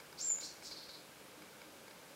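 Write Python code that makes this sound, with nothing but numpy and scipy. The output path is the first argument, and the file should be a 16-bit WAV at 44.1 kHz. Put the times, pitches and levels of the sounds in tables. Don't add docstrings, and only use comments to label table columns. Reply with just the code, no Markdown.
import sys
import numpy as np
from scipy import signal
from scipy.fft import rfft, irfft, next_fast_len
from scipy.io import wavfile
from scipy.ndimage import map_coordinates

SR = 44100
rng = np.random.default_rng(int(sys.argv[2]) if len(sys.argv) > 2 else 0)


def dump_mix(stems):
    frames = np.atleast_2d(stems).T
    limited = np.clip(frames, -1, 1)
    pcm = np.round(limited * 32767).astype(np.int16)
    wavfile.write(sys.argv[1], SR, pcm)


N = 94815

# t/s, f/Hz, level/dB
WHISTLE_CONTOUR = [(.177, 4400, -58), (.189, 5250, -45), (0.206, 5620, -45), (0.214, 7120, -36),
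                   (0.228, 7500, -41.5), (0.252, 7373, -33), (0.289, 7170, -33.5), (.322, 6950, -37),
                   (0.349, 6920, -42.5), (0.36, 6630, -48)]
# t/s, length/s, first f/Hz, last f/Hz, pitch scatter/Hz, level/dB,
# hoarse noise/dB re the tone
CHIP_NOTES = [(0.403, 0.0205, 4000, 5490, 334, -48.5, 1.5), (0.421, 0.0143, 2800, 4540, 119, -64, -17),
              (.426, 0.026, 4287, 4413, 270, -44, -7), (0.441, 0.0354, 5400, 5880, 726, -50, -4),
              (.446, 0.0164, 7580, 8360, 390, -53, -5), (0.625, 0.025, 8200, 8030, 800, -61, 6.5),
              (0.644, 0.04, 5060, 4870, 559, -52.5, 2), (.704, 0.034, 4474, 4256, 463, -48.5, -9.5),
              (0.762, 0.035, 4490, 4235, 445, -49, -14), (0.822, 0.026, 4486, 4250, 448, -51.5, -11),
              (.881, 0.029, 4300, 4260, 408, -50, -13), (0.93, 0.033, 4297, 4114, 379.5, -53.5, -10)]
# f/Hz, relative level/dB
HOARSE_SPECTRUM = [(2800, -17.5), (3500, -19), (4000, -3), (5200, 0), (6200, -3.5), (7800, -8), (9000, -16),
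                   (11500, -22.5)]
# f/Hz, T60/s
FOREST_DECAY = [(3000, 0.35), (5000, 0.66), (8000, 0.39)]
# t/s, level/dB
TICK_EVENTS = [(.0004, -44.5), (.1261, -45.5), (.3027, -44.5), (.384, -44), (0.4219, -44.5), (.6235, -44.5),
               (.7118, -43.5), (.8904, -44), (1.4202, -45), (1.6163, -45.5), (1.8803, -47), (1.9091, -46),
               (2.1056, -61)]
# f/Hz, level/dB re the tick, T60/s
CASING_MODES = [(534, -3.5, 0.033), (905, -5.5, 0.026), (1434, -4, .022), (1590, -5, 0.021),
                (2247, -1, 0.024), (3920, -6.5, .017), (4927, 2, 0.014), (7000, -8, .013)]
# f/Hz, relative level/dB
HUSH_SPECTRUM = [(15, -51), (25, -32), (72, -12), (99, -12.5), (152, -5), (216, -4.5), (248, -6.5),
                 (299, -3.5), (342, -6), (371, -5.5), (542, -3.5), (672, -9.5), (749, -7.5), (1060, -8.5),
                 (1550, -8.5), (1870, -12.5), (2260, -11.5), (2520, -12), (4330, -15), (4950, -15),
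                 (5520, -16.5), (12700, -20.5), (15800, -26)]
# f/Hz, width/Hz, level/dB
HUSH_BANDS = [(307.4, 14, -73), (535, 165, -69), (890, 54, -78), (1584, 40, -76), (2266, 140, -75)]


def whistle(edge_s=.004, clears_at_s=.211, clearing_s=.0076, rasp_hz=455, clear_hz=22.6, hoarse_db=-4):
    t = np.arange(N) / SR
    times, hz, db = np.transpose(WHISTLE_CONTOUR)
    gate = np.clip(np.minimum(t - times[0], times[-1] - t) / edge_s + 1, 0, 1)
    harshness = .5 - .5 * np.tanh((t - clears_at_s) / clearing_s)
    tone = voice(np.interp(t, times, hz), scatter_hz=clear_hz + rasp_hz * harshness)
    noise = amp(hoarse_db) * harshness * hoarse_noise()
    return gate * amp(np.interp(t, times, db)) * (tone + noise)


def chips(attack_s=.007, release_s=.008):
    t, out, noise = np.arange(N) / SR, np.zeros(N), hoarse_noise()
    for start, length, first_hz, last_hz, scatter_hz, db, hoarse_db in CHIP_NOTES:
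        end = start + length
        envelope = np.clip((t - start) / attack_s, 0, 1) * np.clip((end - t) / release_s, 0, 1)
        tone = voice(np.interp(t, [start, end], [first_hz, last_hz]), scatter_hz)
        out += forest_edge(amp(db) * envelope * (tone + amp(hoarse_db) * noise))
    return out


def voice(hz, scatter_hz, flutter_per_s=1500, octave_db=-36):
    phase = 2 * np.pi * np.cumsum(hz + scatter_hz * wobble(flutter_per_s)) / SR
    return np.sqrt(2) * (np.sin(phase) + amp(octave_db) * np.sin(2 * phase))


def hoarse_noise():
    return shaped_noise(lambda hz: amp(along(HOARSE_SPECTRUM, hz)))


def forest_edge(call, direct_db=-3.5, near_db=-3, near_t60_s=.3, far_db=-8, build_s=.0041):
    hz, t, spectra = signal.stft(rng.standard_normal(SR), SR, nperseg=256)
    decay = amp(-60 * t / along(FOREST_DECAY, hz)[:, None]) * (1 - np.exp(-t / build_s))
    far = signal.istft(spectra * decay, SR, nperseg=256)[1][:SR]
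    near = rng.standard_normal(SR) * amp(-60 * np.arange(SR) / SR / near_t60_s)
    echo = amp(near_db) * near / np.linalg.norm(near) + amp(far_db) * far / np.linalg.norm(far)
    return amp(direct_db) * call + signal.fftconvolve(call, echo)[:N]


def ticks(attack_s=.0015, crack_db=1, crack_t60_s=.019, crack_cutoff_hz=5970):
    out, t = np.zeros(N + SR), np.arange(SR // 10) / SR
    attack = 1 - np.exp(-t / attack_s)
    for start, db in TICK_EVENTS:
        ring = np.zeros(len(t))
        for hz, mode_db, t60 in CASING_MODES:
            decay = amp(mode_db + rng.normal(0, 1) - 60 * t / t60)
            ring += decay * np.sin(2 * np.pi * (hz * t + rng.random()))
        noise = lowpass(rng.standard_normal(len(t)), crack_cutoff_hz)[:len(t)]
        crack = amp(crack_db - 60 * t / crack_t60_s) * noise
        out[round(start * SR):][:len(t)] += amp(db) * (ring + crack) * attack
    return out[:N]


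def wind_and_ripples(hush_db=-57, lap_db=.7, lap_cutoff_hz=700, laps_per_s=12):
    hush = shaped_noise(lambda hz: amp(along(HUSH_SPECTRUM, hz)))
    lapping = lowpass(hush, lap_cutoff_hz) * (amp(lap_db * wobble(laps_per_s)) - 1)
    out = amp(hush_db) * (hush + lapping)
    for centre, width, db in HUSH_BANDS:
        out += amp(db) * shaped_noise(lambda hz: np.exp(-((hz - centre) / width) ** 2))
    return out


def amp(db):
    return 10 ** (np.asarray(db) / 20)


def along(points, hz):
    f, values = np.transpose(points)
    return np.interp(np.log(hz + 1), np.log(f + 1), values)


def wobble(rate):
    return map_coordinates(rng.standard_normal(N // 4), [np.arange(N) * rate / SR], mode="wrap")


def filtered(x, response):
    size = next_fast_len(N + SR // 2)
    return irfft(rfft(x, size) * response(np.fft.rfftfreq(size, 1 / SR)), size)[..., :N]


def lowpass(x, cutoff_hz):
    return filtered(x, lambda hz: 1 / (1 + (hz / cutoff_hz) ** 2))


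def shaped_noise(response):
    noise = filtered(rng.standard_normal(N), response)
    return noise / np.sqrt(np.mean(noise ** 2) + 1e-20)


def scene():
    mono = forest_edge(whistle()) + chips() + ticks() + wind_and_ripples()
    return np.array([mono, mono])


def record(dry, top_hz=15800):
    return filtered(dry, lambda hz: hz < top_hz)


dry = scene()
out = record(dry)
dump_mix(out)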